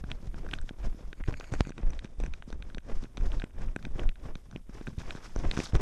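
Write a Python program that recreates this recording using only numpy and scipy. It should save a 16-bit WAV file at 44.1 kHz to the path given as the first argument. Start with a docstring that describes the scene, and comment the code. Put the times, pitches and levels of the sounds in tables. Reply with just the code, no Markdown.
"""Fur rubs along the case of a small camera hanging from the collar of a cat trotting on gravel.
Grit crunches below, over a faint steady hiss. Each stride swings the camera: air and strap push
the microphone slowly, the body thumps it and the mount ticks against the plastic shell.
For a moment a thin hiss rings, as if the collar were pulled tight; now and then the port seals and pops."""
import sys
import numpy as np
from scipy import signal
from scipy.fft import rfft, irfft, next_fast_len
from scipy.io import wavfile
from scipy.ndimage import uniform_filter1d

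SR = 44100
rng = np.random.default_rng(int(sys.argv[2]) if len(sys.argv) > 2 else 0)


def store_wav(level_fs):
    """Save 16-bit WAV to argv[1]."""
    pcm = np.round(np.clip(np.atleast_2d(level_fs), -1, 1) * 32767)
    wavfile.write(sys.argv[1], SR, pcm.T.astype(np.int16))


N = 256220


def from_db(db):
    """Decibels to gain."""
    return 10 ** (np.asarray(db) / 20)


def rms_one(x):
    """Scale to unit rms."""
    return x / np.sqrt(np.mean(x ** 2) + 1e-20)


def in_time(rows):
    """Curve of (seconds, value) rows, one value per sample."""
    return np.interp(np.arange(N) / SR, *np.transpose(rows))


def butter(x, order, hz, kind="low"):
    """Butterworth filter."""
    return signal.sosfilt(signal.butter(order, hz, kind, fs=SR, output="sos"), x)


def colour(x, points):
    """Shape by a spectrum of (Hz, dB), falling 29 dB per octave outside it; rms 1."""
    hz, db = np.transpose(points)
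    size = next_fast_len(N)
    octave = np.log2(np.arange(1, size // 2 + 2) * SR / size)
    outside = np.maximum(np.log2(hz[0]) - octave, 0) + np.maximum(octave - np.log2(hz[-1]), 0)
    gain = from_db(np.interp(octave, np.log2(hz), db) - 29 * outside)
    return rms_one(irfft(rfft(x, size) * gain, size)[:N])


def drift(rate_hz):
    """Slow random wander; rms 1."""
    r = np.exp(-2 * np.pi * rate_hz / SR)
    return rms_one(signal.lfilter([1], [1, -2 * r, r * r], rng.standard_normal(N + SR))[SR:])


def ring(clicks, hz, t60):
    """One mode: a unit click starts a decaying sine of height 1."""
    r, w = from_db(-60 / (t60 * SR)), 2 * np.pi * hz / SR
    return signal.lfilter([0, np.sin(w)], [1, -2 * r * np.cos(w), r * r], clicks + 1e-18)


def resonate(x, modes):
    """Drive a bank of (Hz, dB, t60 seconds) modes; rms 1."""
    return rms_one(sum(from_db(db) * ring(x, hz, t60) for hz, db, t60 in modes))


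def bursts(start_s, hold_s, peak_db, rise_db_per_s, fall_db_per_s, rest_db):
    """Gain of bursts that rise, hold and fall over a resting level."""
    t = np.arange(0, N + 32, 32)[:, None] / SR
    before_db = rise_db_per_s * np.maximum(start_s - t, 0)
    after_db = fall_db_per_s * np.maximum(t - start_s - np.abs(hold_s), 0)
    power = np.sum(from_db(peak_db - before_db - after_db) ** 2, axis=1) + from_db(rest_db) ** 2
    return np.interp(np.arange(N) / SR, t[:, 0], np.sqrt(power))


def click_sizes(spread_db):
    """One random signed size per sample, mostly small."""
    return from_db(spread_db * np.minimum(rng.exponential(1, N), 4)) * rng.choice([-1, 1], N)


def slips(per_s, spread_db, smooth):
    """Hairs catch and let go: uneven clicks over smooth drag noise."""
    sizes = click_sizes(spread_db)
    caught = rng.random(N) < per_s / SR
    return rms_one(sizes * caught) + smooth * rng.standard_normal(N)


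def grit(per_s, range_hz, cycles):
    """Gravel shifts in clumps, each grain ringing briefly at one of ten pitches; rms 1."""
    sizes = click_sizes(spread_db=3)
    struck = rng.random(N) < per_s * from_db(5 * drift(25)) / SR
    pitch_index = rng.integers(0, 10, N)
    pitches_hz = np.geomspace(*range_hz, 10)
    return rms_one(sum(ring(sizes * struck * (pitch_index == k), hz, cycles / hz)
                       for k, hz in enumerate(pitches_hz)))


# Plastic shell modes. Each row: frequency in Hz, relative gain in dB, t60 in seconds.
SHELL_MODES = [(820, 6.5, 0.00091), (1552, -4.5, 0.011), (2070, 4, 0.0088), (2510, 6.5, 0.0091),
               (2790, 7, 0.0032), (3270, -12, 0.0098), (3710, -4.5, 0.011), (4360, 5, 0.001),
               (5930, 6, 0.0096), (7980, 11, 0.0033)]
# Rustle spectrum. Each row: frequency in Hz, relative gain in dB.
RUSTLE_SPECTRUM = [(750, -3), (1050, 1), (1700, 0.5), (2600, -3.5), (3600, -11), (4300, -22)]


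def rustle(drag):
    """Midrange of the drag, with a trace of shell ring and coarse stones shifting."""
    stones = from_db(-8.5) * grit(per_s=90, range_hz=(900, 4260), cycles=11.5)
    return colour(drag + 0.051 * resonate(drag, SHELL_MODES) + stones, RUSTLE_SPECTRUM)


# Fur hiss spectrum. Each row: frequency in Hz, relative gain in dB.
HISS_SPECTRUM = [(3300, -1.5), (4300, -4.5), (5200, 1.5), (6300, -2), (7000, -5), (10000, -15.5),
                 (13500, -29)]


def fur_hiss():
    """Dense small hair slips, with fine grains crunching."""
    hairs = slips(per_s=3000, spread_db=1.5, smooth=2.6) / 1.47
    grains = from_db(-7.5) * grit(per_s=250, range_hz=(3600, 9300), cycles=17)
    return colour(hairs + grains, HISS_SPECTRUM)


# Spectra of the two low bands of the rub. Each row: frequency in Hz, relative gain in dB.
RUMBLE_SPECTRUM = [(60, -6.5), (100, 0), (260, -9), (340, -21)]
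SCUFF_SPECTRUM = [(220, 7.5), (320, 9.5), (600, 4.5), (900, -5.5), (1200, -11.5)]
# Fur strokes. Each row: peak time in seconds, swell in seconds, fade in seconds, scuff level in dB,
# rumble over scuff in dB, hiss over scuff in dB.
FUR_STROKES = [(.005,0.07,0.018,-55,7,-13),(0.112,0.11,0.094,-49,7,-14),(0.258,0.14,0.079,-55.5,13,-13.5),
               (.39,0.1,0.074,-55,10,-10),(.441,0.16,0.22,-52.5,-1,-29),(.535,0.15,0.1,-60,16,-1),
               (.69,0.055,0.026,-61.5,10,2),(.79,0.1,0.14,-55,-1,-15),(0.86,0.079,0.056,-47,-6,-11.5),
               (.99,0.14,0.091,-54.5,7,-12.5),(1.09,0.22,0.2,-61.5,7.5,-12),(1.207,0.04,0.031,-56,7,-17),
               (1.286,0.011,0.026,-35.5,-21,-19.5),(1.335,.03,0.042,-51,9,-23),(1.41,0.083,0.35,-58.5,-1,-11),(1.535,0.054,0.045,-45,1,-15),
               (1.6,0.076,0.048,-52,10,-5.5),(1.681,0.079,0.052,-58,14,-26),(1.795,0.088,0.11,-58,12.5,-10),
               (1.87,0.034,0.52,-53.5,0,-19),(1.95,0.13,0.24,-63,-6,-5.5),(2.049,0.025,0.017,-51.5,11,-10),
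               (2.208,0.046,0.15,-56.5,3,-10.5),(2.25,0.075,0.072,-54,14.5,-15.5),(2.35,0.062,0.069,-62,7,-5.5),
               (2.494,0.028,0.058,-61.5,16,-1.5),(2.58,0.21,0.29,-59.5,4,-21),(2.68,0.14,0.11,-60,1,-8),
               (2.766,0.2,0.035,-61.5,0,-39),(2.898,0.069,0.13,-47.5,4.5,-16),(2.97,0.052,0.092,-63.5,15,0.5),
               (3.041,0.067,0.025,-58,6,-4.5),(3.264,0.12,0.22,-44,4,-17.5),(3.34,0.093,0.14,-62,8,-1.5),
               (3.41,0.38,0.038,-68,19,2),(3.613,0.074,0.13,-47.5,7,-15),(3.77,0.042,0.052,-77,15,-28),
               (3.844,0.13,0.12,-57,13,-11.5),(4.007,0.097,0.096,-43,3,-16.5),(4.269,0.11,0.073,-48,2.5,-16.5),
               (4.37,0.054,0.48,-61,4,-12.5),(4.556,0.085,0.079,-62.5,19,-8.5),(4.753,0.083,0.23,-55,4.5,-7),
               (4.88,0.041,0.18,-64.5,24.5,-2),(4.991,0.019,0.11,-55.5,13,-2),(5.09,0.13,0.21,-53.5,3.5,-7.5),
               (5.16,0.089,0.079,-55.5,-8,-6),(5.25,0.07,0.17,-60.5,-5,2),(5.386,0.036,0.33,-46.5,-11,-15),
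               (5.449,0.11,0.082,-46.5,5.5,-16.5),(5.55,0.26,0.063,-53,12.5,-2.5),(5.59,0.062,0.081,-45.5,0,-7),
               (5.64,0.12,0.062,-58.5,13,12.5),(5.7,0.044,0.024,-56,4,-3),(5.753,0.031,0.061,-37,4,-15.5),(5.8,0.015,0.12,-39,-2,-17)]


def fur_rub():
    """Fur drags along the case under uneven pressure: rumble, scuff, rustle and hiss."""
    peak_s, swell_s, fade_s, scuff_db, rumble_over_db, hiss_over_db = np.transpose(FUR_STROKES)
    span_db = 20  # gained over a swell, lost over a fade

    def strokes(over_db, rest_db):
        return bursts(peak_s, 0, scuff_db + over_db,
                      span_db / np.abs(swell_s), span_db / np.abs(fade_s), rest_db)

    pressure_db, grip = 2.4 * drift(30), drift(70)
    coarse_drag = slips(per_s=200, spread_db=4.1, smooth=0.5)
    drag = slips(per_s=1500, spread_db=3.2, smooth=1.28)
    rumble = colour(coarse_drag, RUMBLE_SPECTRUM) * strokes(rumble_over_db, rest_db=-66)
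    scuff = colour(drag, SCUFF_SPECTRUM) * strokes(0, rest_db=-86)
    rustling = rustle(drag) * strokes(1.5 + 0.69 * hiss_over_db, rest_db=-103)
    hiss = fur_hiss() * strokes(hiss_over_db, rest_db=-83.5)
    return (rumble * from_db(pressure_db)
            + scuff * from_db(pressure_db + 1.2 * grip)
            + rustling * from_db(pressure_db + 2.2 * grip)
            + hiss * from_db(pressure_db / 2 + 2.36 * drift(52)))


# Spectra of the self-noise and the top hiss. Each row: frequency in Hz, relative gain in dB.
FLOOR_SPECTRUM = [(2000, -4.5), (3300, -4.5), (3700, -1), (4100, -23), (6000, -9.5), (8800, -7)]
TOP_SPECTRUM = [(9000, -1), (11000, 0), (13500, -1.5)]
# Top hiss envelope. Each row: time in seconds, relative level in dB.
TOP_ENVELOPE = [(0.0, -76), (0.76, -75.5), (1.47, -75.5), (1.84, -95), (2.07, -90), (3.04, -79),
                (5.28, -74.5), (5.8, -87.5)]


def noise_floor():
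    """Flickering self-noise, and a faint top hiss that fades and returns."""
    floor = from_db(-77 + 1.8 * drift(18)) * colour(rng.standard_normal(N), FLOOR_SPECTRUM)
    top_db = in_time(TOP_ENVELOPE) - 4 + 1.9 * drift(18)
    return floor + from_db(top_db) * colour(rng.standard_normal(N), TOP_SPECTRUM)


# Push spectrum. Each row: frequency in Hz, relative gain in dB.
PUSH_SPECTRUM = [(7, 0), (22, 0), (40, -6), (68, -15)]
# Camera swings. Each row: start of the hold in seconds, hold in seconds, level in dB.
CAMERA_SWINGS = [(0.026, 0.13, -34), (0.294, 0.045, -34.5), (0.39, 0.077, -36), (0.488, 0.073, -35.5),
                 (0.594, 0.028, -39), (0.842, 0.038, -27.5), (1.066, 0.014, -36), (1.217, 0.15, -34.5),
                 (1.551, 0.053, -29.5), (1.556, 0.017, -37), (1.873, 0.024, -27), (1.966, 0.024, -33.5),
                 (2.22, 0.019, -28), (2.296, 0.044, -33.5), (2.548, 0.053, -33.5), (2.61, 0.063, -38.5),
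                 (2.703, 0.065, -37.5), (2.92, 0.082, -36), (3.227, 0.05, -30), (3.295, 0.095, -31.5),
                 (3.597, 0.093, -29), (3.899, 0.04, -28.5), (4.038, 0.022, -26), (4.265, 0.084, -35),
                 (4.71, 0.16, -45.5), (5.047, 0.045, -35), (5.358, 0.017, -35), (5.45, 0.056, -27.5),
                 (5.779, 0.014, -26)]


def camera_swing():
    """Air and strap push the microphone at each swing: lumpy, largely infrasonic pressure."""
    push = colour(rng.standard_normal(N), PUSH_SPECTRUM)
    push /= np.sqrt(uniform_filter1d(push ** 2, size=3600) + 0.99)  # evened so the stride sets the size
    stride = bursts(*np.transpose(CAMERA_SWINGS), rise_db_per_s=253, fall_db_per_s=270, rest_db=-47)
    return stride * rms_one(push)


# Body blows. Each row: crest time in seconds, relative level in dB, pitch in Hz, push (1) or pull (-1).
BODY_THUMPS = [(0.0402, -23, 160, 1), (0.1342, -42, 230, 1), (0.2758, -28.5, 110, 1),
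               (0.344, -29.5, 230, 1), (0.537, -25, 260, 1), (0.612, -22, 18, -1), (0.635, -26, 24, 1),
               (0.6423, -38, 250, -1), (0.7102, -26, 230, 1), (0.853, -18.5, 26, 1), (0.894, -20, 26, -1),
               (0.916, -36, 24, 1), (0.864, -34, 280, -1), (0.8723, -28.5, 220, -1), (0.947, -34, 220, 1),
               (1.1298, -34.5, 350, 1), (1.2865, -11, 98, 1), (1.327, -43, 130, 1), (1.4002, -32, 510, -1),
               (1.5242, -20.5, 113, -1), (1.539, -19, 440, 1), (1.6718, -24.5, 217, 1),
               (1.6931, -29.5, 270, 1), (1.706, -27, 290, 1), (1.781, -34, 290, -1), (1.79, -32, 340, -1),
               (1.833, -30, 530, 1), (1.84, -15.5, 38, 1), (1.858, -16, 20, -1), (1.877, -19, 22, 1),
               (1.7985, -35.5, 240, -1), (1.903, -31, 140, 1), (2.049, -27, 185, 1), (2.189, -25.5, 41, 1),
               (2.202, -23.5, 450, 1), (2.239, -23.5, 330, 1), (2.478, -33.5, 226, -1),
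               (2.5035, -33.5, 480, -1), (2.53, -29.5, 226, -1), (2.748, -33, 200, -1),
               (2.7728, -32, 440, -1), (2.782, -29.5, 210, 1), (2.936, -20, 12.7, 1),
               (2.977, -20, 15.7, -1), (3.0312, -29.5, 220, -1), (3.045, -27.5, 260, 1),
               (3.179, -29, 240, -1), (3.207, -19.5, 31, 1), (3.226, -15, 36, -1), (3.275, -14.5, 15, 1),
               (3.335, -19.5, 18.3, -1), (3.376, -18.5, 24, 1), (3.4398, -18.5, 233, 1),
               (3.68, -30, 29, -1), (3.7642, -18.5, 263, 1), (3.8692, -27.5, 225, -1),
               (3.9968, -23, 230, 1), (4.049, -21, 23, 1), (4.067, -12, 18.3, -1), (4.088, -29, 19, 1),
               (4.091, -32, 180, 1), (4.3573, -27.5, 174, 1), (4.561, -23, 270, 1), (4.695, -31, 206, -1),
               (4.8125, -28.5, 290, -1), (4.877, -23.5, 217, 1), (4.885, -22.5, 184, 1),
               (4.983, -19.5, 76, 1), (5.153, -26, 206, 1), (5.3626, -17, 320, 1), (5.371, -19.5, 31, -1),
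               (5.47, -15, 19, -1), (5.3888, -22.5, 82, 1), (5.448, -21, 170, 1), (5.513, -30, 310, -1),
               (5.575, -15, 200, 1), (5.5913, -13.5, 224, 1), (5.6027, -16, 330, 1), (5.7359, -12.5, 95, 1),
               (5.75, -10, 64, 1), (5.763, -9.5, 30.7, -1)]


def body_thumps():
    """Soft blows set the whole camera in a damped swing; pulls ring longer, hard blows die sooner."""
    out, t = np.zeros(N + SR), np.arange(SR // 4) / SR
    for crest_s, level_db, hz, direction in BODY_THUMPS:
        start = round((crest_s - 0.204 / hz) * SR)  # contact is nearly a quarter cycle before the crest
        t60_cycles = (2.85 if direction > 0 else 4.1) * np.exp(-0.0225 * (level_db + 30))
        blow = np.sin(2 * np.pi * hz * t) * from_db(-60 * t * hz / t60_cycles)
        out[start:start + len(t)] += np.sign(direction) * from_db(level_db + 2) * blow
    return butter(out[:N], 1, 2500)


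ROCK_S, MIN_BREADTH_OCT = 0.0006, 0.15


def faint_ticks(per_s):
    """Weak contacts at random times, as rows like MOUNT_TICKS."""
    when, low, upper, pitch = rng.random((round(per_s * N / SR), 4)).T
    start_s = when * (N / SR - ROCK_S * 2)
    low_db, upper_db = -54 + 3 * np.log([low + 0.05, upper + 0.05])
    centre_hz = 3400 * 2 ** (pitch - 0.5)
    return np.transpose([start_s, low_db, upper_db, centre_hz, np.full_like(when, 0.5)])


def contact_snaps(start_s, upper_db, centre_hz, breadth_oct):
    """Each contact rings a few cycles at its own pitch, shorter and weaker when broad."""
    out, t = np.zeros(N + 512), np.arange(512) / SR
    peaks = from_db(upper_db - 1.5 - 13 * breadth_oct)
    crest_cycles = 0.57 / np.sqrt(np.maximum(breadth_oct, MIN_BREADTH_OCT))
    for when_s, peak, hz, cycles in zip(start_s, peaks, centre_hz, crest_cycles):
        start = round(when_s * SR)
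        age = t * hz / cycles
        envelope = (age * np.exp(1 - age)) ** 2
        out[start:start + 512] += peak * envelope * np.sin(2 * np.pi * hz * t)
    return out[:N]


def shell_ring(start_s, low_db, upper_db, centre_hz, breadth_oct):
    """Contacts strike the shell: a low ring, and upper modes strongest near each contact's centre."""
    strike = np.round(start_s * SR).astype(int)
    rock_back = np.round((start_s + ROCK_S) * SR).astype(int)
    mode_hz, mode_db, _ = np.transpose(SHELL_MODES)
    upper = mode_hz > 1800
    off_centre = np.log2(mode_hz[:, None] / centre_hz) / np.maximum(breadth_oct, MIN_BREADTH_OCT)
    shares = from_db(mode_db[:, None] - np.minimum(4 * off_centre ** 2, 20))
    shares /= np.sqrt(np.sum(shares[upper] ** 2, axis=0))
    narrow_loss_db = 4.5 * (1 - np.minimum(breadth_oct, 1))
    out = np.zeros(N)
    for (hz, db, t60), share, is_upper in zip(SHELL_MODES, shares, upper):
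        scatter, rebound, polarity = rng.standard_normal((len(start_s), 3)).T
        size = share * from_db(upper_db - narrow_loss_db) if is_upper else from_db(low_db + db + 5)
        size *= from_db(2.5 * scatter)
        clicks = np.zeros(N)
        clicks[strike] = size * (1 if is_upper else np.sign(polarity))  # upper modes follow the snap
        clicks[rock_back] = 0.25 * size * rebound
        drive = butter(clicks + 1e-18, 1, [hz * 0.68, hz * 1.26], "band")  # ring swells over a cycle
        out += ring(drive, hz, t60)
    return out


# Mount contacts. Each row: start in seconds, relative levels of the low and the upper ring in dB,
# centre of the upper ring in Hz, breadth in octaves.
MOUNT_TICKS = [(0.0402, -36, -42, 3280, 0.34), (0.102, -42.5, -42, 3330, 0.5), (0.116, -35, -23, 3180, 0.1),
               (0.3435, -40.5, -45, 3180, 0.3), (0.4644, -34.5, -47, 2790, 0.74),
               (0.489, -40, -43, 3370, 0.68), (0.5126, -51, -30.5, 3100, 0.26),
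               (0.534, -29.5, -32, 3100, 0.29), (0.5372, -31.5, -19.5, 3070, 0.1),
               (0.5517, -61, -39, 4010, 0.55), (0.5868, -37.5, -35.5, 3710, 0.2),
               (0.6145, -49, -41, 7200, 0.5), (0.6921, -32, -31, 3270, 0.14),
               (1.1297, -36, -32, 3350, 0.46), (1.2005, -59, -52, 2600, 0.76),
               (1.2385, -50, -33, 2040, 0.36), (1.2635, -56, -45, 3300, 0.44),
               (1.2791, -40, -37, 2870, 0.37), (1.2844, -33, -45, 3720, 0.46),
               (1.3404, -36, -33.5, 2400, 0.1), (1.399, -48, -28.5, 4700, 0.23),
               (1.4091, -34.5, -31.5, 2350, 0.49), (1.442, -37.5, -36, 2600, 0.43),
               (1.5233, -42, -35, 4550, 0.66), (1.5377, -33, -29, 4550, 0.93),
               (1.5512, -51, -40, 4460, 0.94), (1.6513, -45, -39, 3040, 0.62), (1.663, -46, -46, 2200, 0.5),
               (1.6715, -52, -39, 5120, 0.52), (1.6937, -37, -33, 4740, 0.45),
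               (1.7048, -61, -38, 3600, 0.82), (1.7199, -47, -43, 2600, 0.57),
               (1.7803, -35, -31.5, 3000, 0.64), (1.8308, -50, -45, 2560, 0.57),
               (1.9046, -44.5, -36, 4300, 0.87), (1.9339, -47, -38.5, 3300, 0.32),
               (1.9917, -47, -26.5, 3600, 0.43), (2.0453, -40, -36, 3740, 0.52),
               (2.0551, -50, -38, 3170, 0.6), (2.2016, -65, -33.5, 4500, 0.69),
               (2.237, -47, -34.5, 3500, 1), (2.2626, -41.5, -35.5, 3650, 0.98),
               (2.3373, -37, -27.5, 3420, 0.52), (2.4237, -37.5, -38, 3140, 0.48),
               (2.5035, -55.0, -36, 4520, 0.24), (2.5271, -35.5, -33, 3520, 0.75),
               (2.6242, -40, -32, 3260, 0.32), (2.7007, -48.5, -43, 3270, 0.36),
               (2.7471, -38.5, -29.5, 3970, 0.3), (2.7826, -40, -29, 3250, 0.6),
               (3.0385, -44, -38, 3700, 0.31), (3.055, -46.5, -47, 2500, 0.47),
               (3.172, -36.5, -26.5, 3900, 0.43), (3.1785, -37, -37, 3300, 0.2),
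               (3.2102, -44, -44, 3160, 0.93), (3.2592, -38.5, -42, 3360, 0.76),
               (3.319, -43, -33.5, 3100, 0.16), (3.3984, -38, -31.5, 3550, 0.25),
               (3.42, -30, -34, 2570, 0.4), (3.4414, -39, -32, 3030, 0.85), (3.6191, -44, -42, 3550, 0.97),
               (3.762, -29.5, -27.5, 3240, 0.92), (3.7905, -44, -56, 2300, 0.44),
               (3.8268, -44, -35.5, 3840, 0.46), (3.8518, -36, -26.5, 3570, 0.48),
               (3.9948, -44, -28.5, 2900, 0.11), (4.0342, -41, -39.5, 4130, 0.93),
               (4.091, -40, -26.5, 3100, 0.44), (4.157, -52, -45, 3300, 0.37),
               (4.3542, -39, -30, 3640, 0.41), (4.5124, -43.5, -39, 4500, 0.43),
               (4.527, -45, -58, 2500, 0.4), (4.5611, -50, -34, 2800, 0.21), (4.696, -50, -59, 2500, 0.5),
               (4.8125, -50, -46, 3600, 0.37), (4.863, -64, -45, 7600, 0.33), (4.8701, -33, -35, 2510, 1),
               (4.8761, -36.5, -34.5, 3420, 0.38), (4.9865, -65, -33, 4030, 0.48),
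               (4.9925, -60, -43, 2640, 0.35), (5.001, -60, -40, 3700, 0.16),
               (5.0165, -40.5, -43, 3600, 0.53), (5.1072, -33, -22, 3200, 0.4),
               (5.1498, -36, -42, 3760, 0.43), (5.163, -40.5, -41, 3690, 0.33),
               (5.172, -43, -44, 3570, 0.38), (5.3899, -50, -36, 5600, 0.3),
               (5.2346, -40.5, -55, 3650, 0.59), (5.3615, -33.5, -31, 5700, 0.25),
               (5.5128, -33, -18, 4030, 0.11), (5.5132, -42, -27, 2230, 0.23),
               (5.5412, -53.4, -41, 2600, 0.25), (5.5505, -52, -39, 2500, 0.3),
               (5.5681, -36, -26, 4100, 0.57), (5.5743, -23, -25, 2980, 0.54),
               (5.5899, -40, -26.5, 5200, 0.28), (5.6023, -40, -21.5, 3370, 0.89),
               (5.638, -55, -42, 5100, 0.42), (5.6556, -61, -27, 4700, 0.13),
               (5.6595, -39, -25, 4350, 0.23), (5.6672, -38, -35, 4900, 0.45),
               (5.6726, -47, -30, 4800, 0.14), (5.7242, -39.5, -42, 2880, 0.19),
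               (5.7569, -35.5, -39, 4030, 1), (5.7637, -35, -31, 4500, 0.93)]


def mount_ticks():
    """The mount taps the shell, which passes little of one band; soft contact dulls the top."""
    dead_band_hz, contact_hz = (4500, 5400), 7670
    contacts = np.concatenate([MOUNT_TICKS, faint_ticks(per_s=3)])
    start_s, low_db, upper_db, centre_hz, breadth_oct = contacts.T
    ticks = contact_snaps(start_s, upper_db, centre_hz, breadth_oct)
    ticks += shell_ring(start_s, low_db, upper_db, centre_hz, breadth_oct)
    ticks -= 0.7 * butter(ticks, 1, dead_band_hz, "band")
    return butter(ticks, 2, contact_hz)


# Collar hiss envelope. Each row: time in seconds, level in dB.
COLLAR_ENVELOPE = [(1.12, -84), (1.2, -71), (1.45, -62.5), (1.68, -62), (1.76, -80), (1.85, -105)]
# Its resonances. Each row: frequency in Hz, relative gain in dB, t60 in seconds.
COLLAR_MODES = [(2220, -2.5, 0.0046), (4500, -8, 0.0047), (6670, -9.5, 0.0072)]


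def tight_collar():
    """Wavering, crackling drag rings in a few resonances as a thin hiss."""
    drag = slips(per_s=600, spread_db=3, smooth=0.8)
    waver_db = 4.5 * drift(30)
    return from_db(in_time(COLLAR_ENVELOPE) + waver_db) * resonate(drag, COLLAR_MODES)


# Pressure steps at the port. Each row: start in seconds, step size in dB, sign.
PORT_STEPS = [(1.2769, -32, 1), (1.3085, -33, -1), (1.3257, -31, 1), (1.331, -33, -1), (1.5197, -32, 1),
              (1.5516, -34, 1), (1.6056, -27, 1), (1.6075, -9.6, -1), (5.7528, -15.2, -1)]


def port_pops(leak_hz=50):
    """The port seals: a pressure step leaks away and overshoots."""
    jumps = np.zeros(N)
    for start_s, step_db, direction in PORT_STEPS:
        jumps[round(start_s * SR)] = np.sign(direction) * from_db(step_db)
    pressure = butter(np.cumsum(jumps), 2, leak_hz, "high")
    return butter(pressure, 3, 6000)


def scene():
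    """Everything reaches one microphone through the case."""
    mix = noise_floor() + camera_swing() + fur_rub() + tight_collar()
    mix += mount_ticks() + body_thumps() + port_pops()
    return mix[None]


def record(dry):
    """A steep low-pass cuts the top."""
    stop_db, stop_hz = 70, 14595
    return signal.sosfilt(signal.cheby2(12, stop_db, stop_hz, fs=SR, output="sos"), dry)


dry = scene()
out = record(dry)
store_wav(out)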